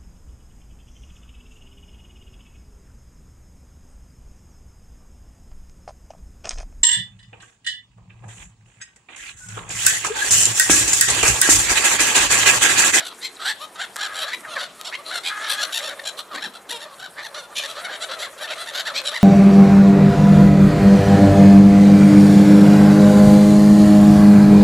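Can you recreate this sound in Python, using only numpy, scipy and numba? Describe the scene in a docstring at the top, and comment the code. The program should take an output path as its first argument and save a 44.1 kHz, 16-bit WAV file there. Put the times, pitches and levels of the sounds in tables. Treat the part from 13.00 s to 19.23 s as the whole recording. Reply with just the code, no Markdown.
"""A flock of gulls squabbles over food on open gravel between sheds, above far traffic made of flickering noise.
From the start harsh throbbing calls overlap: rough air puffs ring in moving throats and open beaks. Thin ringing
ticks come first; near 1 s a crow caws and hard clacks crack, and at 2.3 s it caws again through its own throat.
Feather noise rustles throughout, swelling near 2.7 and 4.8 s, with low puffs for strong wingbeats. Low closed-beak
muttering comes in bouts to the end, dull echoes return from the yard; a close pair of microphones, nearly mono."""
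import sys
import numpy as np
from scipy import signal
from scipy.io import wavfile
from scipy.ndimage import uniform_filter1d
from numba import njit

SR = 44100
rng = np.random.default_rng(int(sys.argv[2]) if len(sys.argv) > 2 else 0)


def undo_db(level):
    """Turn decibels back into plain size, where 20 dB means ten times bigger."""
    steps = np.asarray(level, float) / 20
    return 10 ** steps


def transcribe(u):
    """Save the signal u as a 16-bit wav file named by the first command-line argument.

    u: samples, shape (n,) or (channels, n), limited to [-1, 1]; the rate is SR.
    q: integer samples, one column per channel.
    """
    v = np.clip(np.atleast_2d(u).T, -1, 1)
    q = np.round(v * 32767).astype(np.int16)
    wavfile.write(sys.argv[1], SR, q)


N = 274743   # length [samples]
LOW_SIDE_DB = -25   # unshared part of traffic and downwash at the two microphones


def rms_one(x):
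    """Scale to unit rms."""
    return x / np.sqrt(np.mean(x ** 2) + 1e-20)


def in_time(rows, t):
    """Columns of a curve over time, joined by straight lines."""
    s, *columns = np.transpose(rows)
    return [np.interp(t, s, c) for c in columns]


def wobble(rate_hz, size):
    """Random wander of rms 1: noise through a double one-pole low-pass."""
    r = np.exp(-2 * np.pi * rate_hz / SR)
    settle = 3000
    noise = rng.standard_normal(size + settle)
    return rms_one(signal.lfilter([1], [1, -2 * r, r * r], noise)[settle:])


def panned(x, left_right_db):
    """Level difference between the two microphones, left over right."""
    return x * undo_db(np.array([[.5], [-.5]]) * left_right_db)


def hiss(spectrum, patchy_db, flicker_hz, side_db):
    """Half-octave bands of noise, each with its own level and flicker; rms 1."""
    edges, out = 22 * 2 ** np.arange(0, 9.6, .5), 0
    hz, db = np.transpose(spectrum)
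    white = rng.standard_normal((2, 2, N))
    coarse = np.arange(N // 40 + 1)   # flicker is drawn once per 40 samples
    for k, (low, high) in enumerate(zip(edges, edges[1:])):
        band = signal.butter(2, [low, high], "band", fs=SR, output="sos")
        mid, side = signal.sosfilt(band, white[k % 2])
        level_db = np.interp(np.log(low * high) / 2, np.log(hz), db)
        flicker = np.interp(np.arange(N) / 40, coarse, wobble(40 * flicker_hz, len(coarse)))
        pair = mid + undo_db(side_db) * side * [[1], [-1]]
        out = out + undo_db(level_db + patchy_db * flicker) * pair
    return rms_one(out)


def tract(x, modes):
    """Parallel resonances of alternating sign, each applied twice for dark valleys; rms 1."""
    out = 0
    for k, (hz, width_hz, db) in enumerate(modes):
        r = np.exp(-np.pi * width_hz / SR)
        b = (1 - r * r) / 2 * np.array([1, 0, -1])
        a = [1, -2 * r * np.cos(2 * np.pi * hz / SR), r * r]
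        twice = signal.lfilter(b, a, signal.lfilter(b, a, x))
        out = out + (-1) ** k * undo_db(db) * twice
    return rms_one(out)


def voice(pitch_hz, rough):
    """One air puff per cycle and turbulence gated by the cycle; roughness makes timing and size uneven."""
    n = len(pitch_hz)
    unsteady = .03 * wobble(60, n) + .045 * wobble(350, n)
    turns = np.cumsum(pitch_hz * (1 + rough * unsteady)) / SR + rng.random()
    new_cycle = np.diff(np.floor(turns), prepend=np.floor(turns[0]))
    puffs = new_cycle * undo_db(3 * rough * wobble(600, n))
    breath = rng.standard_normal(n) * (1.3 - turns % 1)   # strongest as the cycle begins
    return rms_one(puffs), rough * rms_one(breath)


# colour of the far traffic: (frequency [Hz], relative level per Hz [dB])
TRAFFIC_COLOUR = [(24, -60), (45, -13.5), (120, -7.5), (400, 3), (1000, 3.5), (2500, -12), (6000, -23)]


def traffic():
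    """Far traffic: a low bed of noise whose bands drift slowly in level."""
    return undo_db(-48) * hiss(TRAFFIC_COLOUR, patchy_db=2.5, flicker_hz=1.14, side_db=LOW_SIDE_DB)


# returns from ground and shed walls: (delay [s], level [dB], left over right [dB])
WALL_ECHOES = [(.0065, -14.5, 6.5), (.021, -16, 10), (0.036, -21, 3), (0.06, -24.5, -7), (0.097, -35.5, 27)]


def yard(x):
    """Ground and shed walls return a few dull, scattered echoes from either side."""
    dull, out = signal.lfilter([.55], [1, -.45], x), np.zeros((2, N))
    for s, db, pan_db in WALL_ECHOES:
        lag = round(s * SR)
        scatter = rng.standard_normal((2, 220)) * np.exp(-np.arange(220) / 105.0)
        mid, side = [signal.fftconvolve(dull, c / np.linalg.norm(c))[:N - lag] for c in scatter]
        out[:, lag:] += undo_db(db) * panned(mid + .6 * side * [[1], [-1]], pan_db)
    return out


# colour of rustling feathers: (frequency [Hz], relative level per Hz [dB])
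FEATHER_COLOUR = [(400, -37), (1500, 4.5), (3000, 2.5), (5000, -2.5), (8300, 4), (11000, -3.5),
                  (15500, -50)]
# colour of the air pushed down by wings: (frequency [Hz], relative level per Hz [dB])
DOWNWASH_COLOUR = [(110, -43), (190, -8), (290, -4), (420, -4.5), (700, -29)]
# how busily the flock flaps, as feather rustle: (time [s], level [dB])
FLAPPING_COURSE = [(0, -48), (.9, -48.5), (1.1, -47.5), (1.9, -49), (2.65, -41.5), (2.95, -47),
                   (3.25, -52.5), (3.4, -53.5), (4.4, -53.5), (4.8, -43.5), (5.4, -51), (5.6, -45),
                   (6.23, -48)]
# single strong wingbeats close by: (time [s], level [dB])
STRONG_BEATS = [(1.37, -50), (1.55, -61), (2.2, -63), (2.6, -63), (2.9, -58), (3.355, -41.5), (3.472, -42),
                (3.7, -54)]
DOWNWASH_DB = -62.5   # at mean flapping, between beats
BEAT_RISE_S, BEAT_FALL_S = 0.027, 0.029


def wings():
    """Feathers rustle as the flock flaps; each strong beat pushes a low puff of air."""
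    t = np.arange(N) / SR
    rustle_db, = in_time(FLAPPING_COURSE, t)
    rustle = undo_db(rustle_db) * hiss(FEATHER_COLOUR, patchy_db=3.5, flicker_hz=14, side_db=-24)
    puffs = undo_db(DOWNWASH_DB + rustle_db - rustle_db.mean())
    for s, db in STRONG_BEATS:
        puffs = puffs + undo_db(db) * np.exp(-np.abs(t - s) / np.where(t < s, BEAT_RISE_S, BEAT_FALL_S))
    return rustle + puffs * hiss(DOWNWASH_COLOUR, patchy_db=4.0, flicker_hz=7.3, side_db=LOW_SIDE_DB)


# thin ticks, perhaps beaks on gravel: (time [s], level [dB], ring [Hz])
THIN_TICKS = [(.147, -35, 7600), (.205, -35, 8600), (.355, -33, 8100), (.363, -40, 4100),
              (0.369, -31, 3950), (3.789, -47, 9000), (3.797, -44, 8400)]


def ticks():
    """A single narrow ring that swells over three cycles and dies within a few milliseconds."""
    out, t = np.zeros(N + 400), np.arange(400) / SR
    for s, db, hz in THIN_TICKS:
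        rise = t * hz / 3.0
        swell = rise * np.exp(1 - rise)
        start = round(s * SR)
        out[start:start + 400] += undo_db(db) * swell * np.sin(2 * np.pi * hz * t)
    return out[:N]


# wing tips and beaks clacking: (time [s], level [dB], ring [Hz])
HARD_CLACKS = [(0.959, -18, 7900), (0.963, -16, 7940), (0.9658, -12, 1670), (1.408, -31, 5940),
               (1.439, -34, 1200), (1.813, -15, 3600), (4.159, -37, 1900), (6.017, -20, 3100)]


def clacks():
    """A sharp crack of noise with a few cycles of ring."""
    out, t = np.zeros(N + 400), np.arange(400) / SR
    for s, db, hz in HARD_CLACKS:
        crack = .6 * rng.standard_normal(400) * np.exp(-t / .0005)
        ring = np.sin(2 * np.pi * hz * t) * np.exp(-t / 0.00031)
        start = round(s * SR)
        out[start:start + 400] += undo_db(db) * (crack + ring)
    return signal.sosfilt(signal.butter(2, [700, 13000], "band", fs=SR, output="sos"), out[:N])


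# bouts of low muttering over the food: (start [s], end [s], level [dB])
MUTTER_BOUTS = [(0, 0.004, -36), (1.152, 1.28, -41), (1.486, 1.638, -39.5), (2.087, 2.175, -41),
                (2.432, 2.715, -42.5), (2.812, 2.95, -39), (3.055, 3.13, -45), (3.386, 3.478, -50),
                (3.71, 3.873, -43.5), (4.372, 4.39, -37.5), (4.603, 4.717, -41.5), (4.783, 4.928, -40),
                (5.01, 5.134, -39), (5.17, 5.252, -38), (5.3, 5.32, -58), (5.414, 5.605, -35.5),
                (5.743, 6.23, -37.5)]
MUTTER_HZ, MUTTER_FADE_DB_PER_S = 610, 210   # mean pitch; fade on both sides of a bout


def mutter():
    """Closed-beak grumbling: mostly the fundamental, wavering in pitch, in uneven throbs."""
    t, level = np.arange(N) / SR, 0
    for start, end, db in MUTTER_BOUTS:
        outside_s = np.maximum(0, np.maximum(start - t, t - end))
        level = level + undo_db(db - MUTTER_FADE_DB_PER_S * outside_s)
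    waver = 1 + .07 * wobble(19, N) + 0.052 * wobble(2.8, N)
    throbs = undo_db(3.5 * np.clip(wobble(40, N), -3, 1.5))
    air = sum(voice(MUTTER_HZ * waver, 0.74)) * throbs
    return level * tract(air, [(537, 253, -5.5), (1180, 1300, -9.5)])


# resonances of the crow's throat: (centre [Hz], width of each of two passes [Hz], level [dB])
CROW_MODES = [(1207, 590, -2.5), (1670, 600, 0.5), (3200, 2300, -17.5)]
# crow caws: (start [s], length [s], pitch before bending [Hz], level before the sag [dB])
CROW_CAWS = [(0.96, 0.36, 423.4, -31.5), (2.294, .425, 422.6, -29)]
CAW_ATTACK_S, CAW_RELEASE_S = 0.0289, 0.031
CAW_EDGE_DB, CAW_SAG_DB_PER_S = -2, -17   # level change at both ends; steady sag
CAW_EDGE_DROP, CAW_DROOP, CAW_WAVER = 0.0636, .06, .012   # shares of the pitch


def crow():
    """Two long hoarse caws, lower and steadier than the gulls; the pitch climbs, wavers and droops."""
    out = np.zeros(N)
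    for s, length, hz, db in CROW_CAWS:
        t = np.arange(round(length * SR)) / SR
        edge = np.clip(np.maximum(1 - t / CAW_ATTACK_S, 1 - (length - t) / CAW_RELEASE_S), 0, 1)
        tune = 1 - CAW_EDGE_DROP * edge - CAW_DROOP * (t / length) ** 4 + CAW_WAVER * wobble(15, len(t))
        air = sum(voice(hz * tune, .6)) * undo_db(1.5 * wobble(39.0, len(t)))
        level_db = db + CAW_SAG_DB_PER_S * t + CAW_EDGE_DB * edge
        out[round(s * SR):][:len(t)] = undo_db(level_db) * tract(air, CROW_MODES)
    return panned(out, 0.5)


@njit
def sliding(x, hz, r):
    """A resonance of pole radius r whose centre moves sample by sample."""
    y = np.zeros(len(x))
    for i in range(2, len(x)):
        drive = (1 - r * r) / 2 * (x[i] - x[i - 2])
        y[i] = drive + 2 * r * np.cos(2 * np.pi * hz[i] / SR) * y[i - 1] - r * r * y[i - 2]
    return y


def throat(x, hz, width_hz):
    """The moving throat resonance, applied twice; rms 1."""
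    r = np.exp(-np.pi * width_hz / SR)
    return rms_one(sliding(sliding(x, hz, r), hz, r))


# THROB_SPREAD: random spread of throb rate from call to call, as a share
THROB_SPREAD, THROB_OPENS, THROB_SHUTS = .03, .2, .07   # opening and shutting as shares of the cycle


def throbbing(t, throb_hz, depth):
    """Place in the throb cycle and its gate: each throb grows, shuts abruptly and leaves a short gap."""
    turns = throb_hz * t * (1 + .03 * wobble(8, len(t))) + .04 * wobble(40, len(t))
    place = (turns + .66) % 1
    open_part = np.clip(np.minimum((place - .04) / THROB_OPENS, (.92 - place) / THROB_SHUTS), 0, 1)
    open_part = open_part * undo_db(5 * (place + 0.5))   # each throb starts weaker and grows
    gate = 1 - np.minimum(1.42 * np.clip(depth, 0, 1), .97) * (1 - open_part)
    return uniform_filter1d(place, size=120), gate * undo_db(1.5 * wobble(40, len(t)))


# beak resonances of an average bird: (centre [Hz], width of each of two passes [Hz], level [dB])
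BEAK_MODES = [(3296, 1630, 20), (4005, 200, 23.5), (4230, 435, 14)]
# higher, raspy resonances of an average bird: (centre [Hz], width of each of two passes [Hz], level [dB])
RASP_MODES = [(5485, 580, 9.5), (7430, 1030, 4), (9100, 1400, 0.5), (10740, 2200, -1), (12940, 6200, -16.5)]
THROAT_WIDTH_SHARE = 0.36   # width of each throat pass as share of its median centre
RASP_PER_OPENING = 0.72   # the rasp grows as the beak opens [dB per dB]


def voiced(pitch_hz, throat_hz, gate, rough, opening_db, rasp_db):
    """Air through chest, throat and beak of one bird, from its own place in the flock."""
    puffs, breath = voice(pitch_hz, rough)
    air = gate * (puffs + 1.05 * breath)
    hoarse = gate ** 1.34 * (puffs + 1.8 * breath)   # more turbulence in the highest part
    # every bird differs a little in size, place and colour
    size, pan_db = undo_db(rng.normal(0, .25)), rng.normal(.4, 1.1)
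    beak = [(f * size, w, db + rng.normal(0, 2.5)) for f, w, db in BEAK_MODES]
    rasp = [(f * size * undo_db(rng.normal(0, .3)), w, db + rng.normal(0, 3)) for f, w, db in RASP_MODES]
    chest_db = -8.0 - 14 * np.log2(np.median(pitch_hz) / 600)   # higher calls: weaker fundamental
    rasp_db = rasp_db + RASP_PER_OPENING * np.clip(opening_db, -9, 6)
    throat_sound = throat(air, throat_hz, THROAT_WIDTH_SHARE * np.median(throat_hz))
    chest_sound = undo_db(chest_db) * throat(air, pitch_hz, 1080)
    beak_sound = undo_db(opening_db) * (tract(air, beak) + undo_db(rasp_db) * tract(hoarse, rasp))
    return panned(throat_sound - chest_sound + beak_sound, pan_db)


GLIDE_SPREAD = 70   # random spread of glide from call to call [% per s]
THROAT_STRETCH = 0.31   # the throat glides further than the pitch, by this share of the glide


def arched_call(s, length, hz, throat_db, opening_db, multiple, rough, throb_hz, depth, glide, rise_share,
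                rasp_db, sag):
    """One call, chopped into throbs; the pitch climbs in every throb and arches over the call."""
    half = SR // 7
    t = np.arange(-half, half) / SR
    along = np.where(t < 0, t / rise_share, t / (1 - rise_share)) / length
    swell = undo_db(-9.0 * np.abs(along) ** np.where(t < 0, 2.6, 3.6))   # builds up, ends more steeply
    throb_hz = throb_hz * (1 + THROB_SPREAD * rng.normal())
    glide = glide + GLIDE_SPREAD * rng.normal()
    throb, gate = throbbing(t, throb_hz, depth)
    arch = .08 * depth * (throb - .55) - sag * np.minimum(along ** 2, 1.5)
    pitch_hz = hz * (1 + glide / 100 * np.clip(t, -.05, .05) + arch)
    stretch = 1 + THROAT_STRETCH * glide / 100 * np.clip(t, -length, length)
    call = voiced(pitch_hz, multiple * pitch_hz * stretch, gate, rough, opening_db, rasp_db)
    return SR + round(s * SR) - half, undo_db(throat_db) * call * swell


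CONTOUR_THROB_HZ, CONTOUR_RASP_DB = 67.4, -9   # mean throb rate; rasp against the beak at zero opening


def contour_call(multiple, rough, depth, course):
    """One call with a clear pitch contour, following its own course of pitch, effort and beak opening."""
    t = np.arange(round(course[0][0] * SR), round(course[-1][0] * SR)) / SR
    pitch_hz, throat_db, opening_db = in_time(course, t)
    loudest = t[np.argmax(throat_db)]
    throb_hz = CONTOUR_THROB_HZ * (1 + THROB_SPREAD * rng.normal())
    _, gate = throbbing(t - loudest, throb_hz, depth)
    edges = np.clip(np.minimum(t - t[0], t[-1] - t) / .009, 0, 1)
    call = voiced(pitch_hz, multiple * pitch_hz, gate, rough, opening_db, CONTOUR_RASP_DB)
    return SR + round(t[0] * SR), undo_db(throat_db) * edges * call


# Calls by kind, one table each: (time of the strongest throb [s], length between the points 9 dB down [s],
#   pitch before bending [Hz], throat level [dB], beak opening as level above the throat [dB])
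# hoarse squawks
SQUAWKS = [(.03, .04, 758, -40.5, 4), (.252, 0.058, 1057, -35, 6.5), (1.232, 0.045, 656, -34, 7.5),
           (1.292, 0.052, 882, -36, 3), (1.617, 0.1, 705, -34.5, 3), (2.085, 0.048, 560, -45.5, 12),
           (2.805, 0.037, 789, -34.5, -3), (2.912, 0.046, 755, -33.5, -3), (3.358, 0.046, 770, -35, -5),
           (4.524, 0.044, 620, -41.5, -10.5), (4.788, 0.066, 651, -37.5, 0), (4.938, 0.067, 788, -34, 0.5),
           (5.122, 0.07, 690, -34, 2), (5.515, 0.048, 748, -34, -1), (5.782, 0.075, 770.4, -30.5, 5.5),
           (6.117, 0.053, 622, -40, 3.5), (6.222, 0.041, 720, -50.5, 14.5)]
# clearer yelps
YELPS = [(.63, 0.059, 619, -35.5, -0.5), (1.998, 0.039, 580, -38.5, -11.5), (2.594, 0.047, 862, -29.5, 0.5),
         (4.44, 0.051, 715, -44.5, -3), (5.445, 0.04, 898, -35.5, 0)]
# chatters, chopped into separate throbs
CHATTERS = [(.071, 0.045, 753, -44, 10.5), (1.033, 0.086, 821.5, -33, 4), (2.52, 0.065, 879, -36, 12),
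            (2.634, 0.048, 719.5, -36, 10), (2.761, 0.069, 922, -37, 13), (2.862, 0.083, 880, -40.5, 10.5),
            (3.077, 0.058, 832, -42, 13), (3.445, 0.062, 866, -33, 2.5), (3.558, 0.043, 697, -45, 3.5),
            (3.713, 0.04, 917, -39.5, 9.5), (4.002, 0.04, 755, -49, 4.5), (4.046, 0.065, 790, -39, 0),
            (4.25, 0.055, 931, -38.5, 2.5), (4.899, 0.038, 800, -36, -6), (6.074, 0.05, 798, -42.5, 17),
            (6.162, 0.052, 1003, -27.5, -1)]
# quicker chatters
RATTLES = [(1.18, .07, 804, -38, 6.8), (3.83, 0.054, 922, -42.5, 5.1), (4.651, 0.044, 916, -36, 4.7),
           (4.703, .045, 659, -42, 8.4), (5.689, .05, 913, -36.5, 3.5)]
# screams, throat stretched up to the third harmonic
SCREAMS = [(2.275, 0.063, 792, -30.5, 5), (2.47, 0.13, 745, -39, 5), (3.387, 0.026, 633, -32, -4.5),
           (4.197, 0.056, 610, -33, -6.5), (4.585, 0.049, 823, -39, 12.5), (5.978, 0.057, 830, -31, 6)]
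# thin, clean squeals with held harmonics
SQUEALS = [(1.8, .04, 635, -43, -4), (4.69, 0.04, 670, -47.5, -6)]
# barks that sweep up and stop short
WHOOPS = [(.007, 0.018, 820, -30, -1.5), (1.336, 0.04, 966, -28, -3), (1.943, 0.042, 1002, -27.5, -8),
          (2.999, 0.015, 898, -35, -4), (3.195, 0.039, 596, -38, 5.5), (4.81, 0.037, 800, -44, -11)]
# short barks that fall steeply in pitch
DROPS = [(.115, 0.04, 688, -42.5, -2), (1.452, 0.023, 937, -32.5, -30)]
# manner of each kind: (calls, throat resonance [multiples of pitch], roughness [0-1], mean throb rate [Hz],
#   throb depth [0-1, before the gate deepens it], mean glide [% per s], share of the call before its
#   strongest throb [0-1], rasp against the beak at zero opening [dB], pitch sag at both ends [share])
CALL_KINDS = [(SQUAWKS, 2.36, 0.62, 42, 0.16, 140, 0.54, -13.5, .1),
              (YELPS, 1.94, 0.42, 77, 0.11, 100, 0.52, -8.5, 0.054),
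              (CHATTERS, 2.14, .45, 61, 0.73, 49, .52, -9.5, .22),
              (RATTLES, 2.24, .45, 86, .65, 53, .55, -11, .15),
              (SCREAMS, 3.17, 0.76, 81, .15, 90, .52, -13.5, .06),
              (SQUEALS, 2.33, 0.19, 36, 0.035, 60, 0.22, -5, 0.077),
              (WHOOPS, 2.34, 0.66, 77, 0.32, 650, 0.53, -11.5, .07),
              (DROPS, 1.64, 0.64, 92, 0.47, -480, 0.46, -20, 0.082)]
# calls with a clear pitch contour: (throat resonance [multiples of pitch], roughness [0-1],
#   throb depth [clipped to 0-1, then deepened by the gate],
#   course of (time [s], pitch [Hz], throat level [dB], beak opening as level above the throat [dB]))
CONTOUR_CALLS = [(2.18, 0.78, 0.1, [(.388, 636, -42, -2), (.42, 649.7, -31, -1), (.445, 710, -33, 1),
                 (.468, 764, -26.5, 0.5), (.5, 873, -26, 2), (.522, 866, -30.5, -2), (.535, 860, -47, 9)]),
                 (2.33, 0.66, -0.5, [(.752, 610, -39, 0), (.775, 632.7, -40.5, -6.5),
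                 (.802, 672.5, -32, -1), (.818, 789, -30, -0.5), (.85, 696, -33.5, 0), (.86, 690, -45, 2)]),
                 (1.84, 0.34, -1, [(1.46, 659, -46, -12), (1.475, 642, -37, -13), (1.498, 610, -40.5, 2),
                 (1.52, 729, -38.5, 2), (1.55, 629, -29.5, -5)]), (3.27, .3, .5, [(1.552, 602, -27, 2),
                 (1.562, 579, -28.5, -4.5), (1.575, 537, -27, -23), (1.59, 486, -33, -11),
                 (1.597, 475, -49, -8)]), (1.46, 0.33, -0.5, [(1.838, 610, -41, -3), (1.855, 663, -42, 9.5),
                 (1.872, 768, -40, 9), (1.895, 642, -39.5, 1), (1.905, 620, -26, -1)]),
                 (2.33, 0.57, .2, [(2.1, 595.6, -44, -3), (2.115, 683.5, -30, -3), (2.128, 789, -28.5, -3),
                 (2.145, 718.5, -30, 1.5), (2.185, 689, -31.5, 2.5), (2.197, 630, -38, -4)]),
                 (2.28, 0.29, 1, [(3.302, 652, -46, -9), (3.312, 644, -38, -9), (3.335, 567, -33, -6),
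                 (3.36, 548, -37.5, 5.5), (3.37, 533, -42, -4)]), (2.0, 0.2, 0, [(3.718, 470, -37, -1),
                 (3.73, 480.5, -34, -2), (3.772, 458, -41, 5.5), (3.79, 395, -53, 5),
                 (3.797, 400, -58, 2)]), (2.06, 0.55, .5, [(3.855, 553, -54, -8), (3.865, 580, -48, -5),
                 (3.89, 590, -53, -3), (3.92, 574, -44.5, -9), (3.955, 533, -44, -2)]),
                 (2.34, 0.32, -0.5, [(4.338, 568, -49, 0), (4.346, 594, -37, 5), (4.36, 689, -38.5, 0.5),
                 (4.385, 751, -39.5, 5.5), (4.41, 674, -46, 4), (4.42, 636, -54, 6)]),
                 (4.6, 0.22, 1, [(4.549, 573, -55, 0), (4.556, 583, -44, 8.5), (4.58, 599, -42, 16),
                 (4.6, 600, -32.5, 0), (4.635, 590, -42, 8), (4.645, 610, -47, 12)]),
                 (2.5, 0.34, -1.5, [(4.82, 632, -55, 2), (4.838, 647, -44, -5), (4.85, 760, -32.5, 1.5),
                 (4.868, 711, -29, -7), (4.88, 690, -34, -11)]), (2.44, 0.27, 0, [(4.995, 535, -45, 1),
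                 (5.012, 682, -39, 2), (5.025, 655, -36.5, 6.5), (5.045, 770, -30.5, 3),
                 (5.062, 685, -51, -2)]), (2.67, 0.48, 0, [(5.18, 600, -48, 8.5),
                 (5.215, 660.6, -38.5, 6.5), (5.238, 735.5, -30, -0.5), (5.262, 614, -35.5, 2.5),
                 (5.275, 541, -36, -11), (5.292, 530, -45, -6)]), (2.27, 0.42, -2, [(5.372, 635, -50, 2),
                 (5.388, 702, -41.5, 4.5), (5.402, 796, -40, -2), (5.412, 826, -38, 1),
                 (5.435, 768, -38.5, 6), (5.445, 780, -47, 4)]), (4.55, 0.45, 1.2, [(5.472, 595, -35, -7),
                 (5.492, 644, -39, -1), (5.51, 641, -37.5, 3), (5.538, 530, -33, -2.5),
                 (5.546, 505, -41, 10)]), (2.46, 0.51, -1, [(5.555, 561, -39, 2), (5.58, 611.5, -42.5, 1.5),
                 (5.605, 690, -35.5, 4.5), (5.63, 665, -36.5, 1), (5.652, 637, -44, 2)]),
                 (1.88, 0.52, 0, [(5.848, 742, -32, 5), (5.862, 872, -30.5, -1.5),
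                 (5.876, 984, -26.5, -0.5), (5.892, 779, -31.5, -2), (5.91, 610, -30.5, -5),
                 (5.918, 605, -50, -4)])]


def gulls():
    """Every call in the manner of its kind, together with the calls that follow their own pitch contour."""
    out = np.zeros((2, N + 2 * SR))   # a second of room on either side
    by_kind = [arched_call(*row, *manner) for rows, *manner in CALL_KINDS for row in rows]
    by_contour = [contour_call(*row) for row in CONTOUR_CALLS]
    for at, call in by_kind + by_contour:
        out[:, at:at + call.shape[1]] += call
    return out[:, SR:SR + N]


def scene():
    """Traffic, wings and muttering under the calling birds and their echoes."""
    birds = gulls() + crow() + clacks() + ticks()
    echoes = yard(birds.mean(axis=0))
    return traffic() + echoes + wings() + mutter() + birds


def top_cut(x):
    """Nothing passes above the cut-off."""
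    return signal.sosfilt(signal.butter(12, 16320, fs=SR, output="sos"), x)


# the housing shades the capsules: (centre [Hz], width [Hz], share lost [0-1])
HOUSING_DIPS = [(2910, 420, 0.16), (4870, 360, 0.18), (6240, 580, 0.27)]


def record(dry):
    """The microphones' response dips in three places and a steep low-pass cuts the top."""
    for hz, width_hz, share in HOUSING_DIPS:
        dry = dry - share * signal.lfilter(*signal.iirpeak(hz, hz / width_hz, fs=SR), dry)
    mix = signal.sosfilt(signal.cheby2(12, 50, 15900, fs=SR, output="sos"), dry)   # 50 dB down at 15.9 kHz
    return top_cut(mix)


dry = scene()
out = record(dry)
transcribe(out)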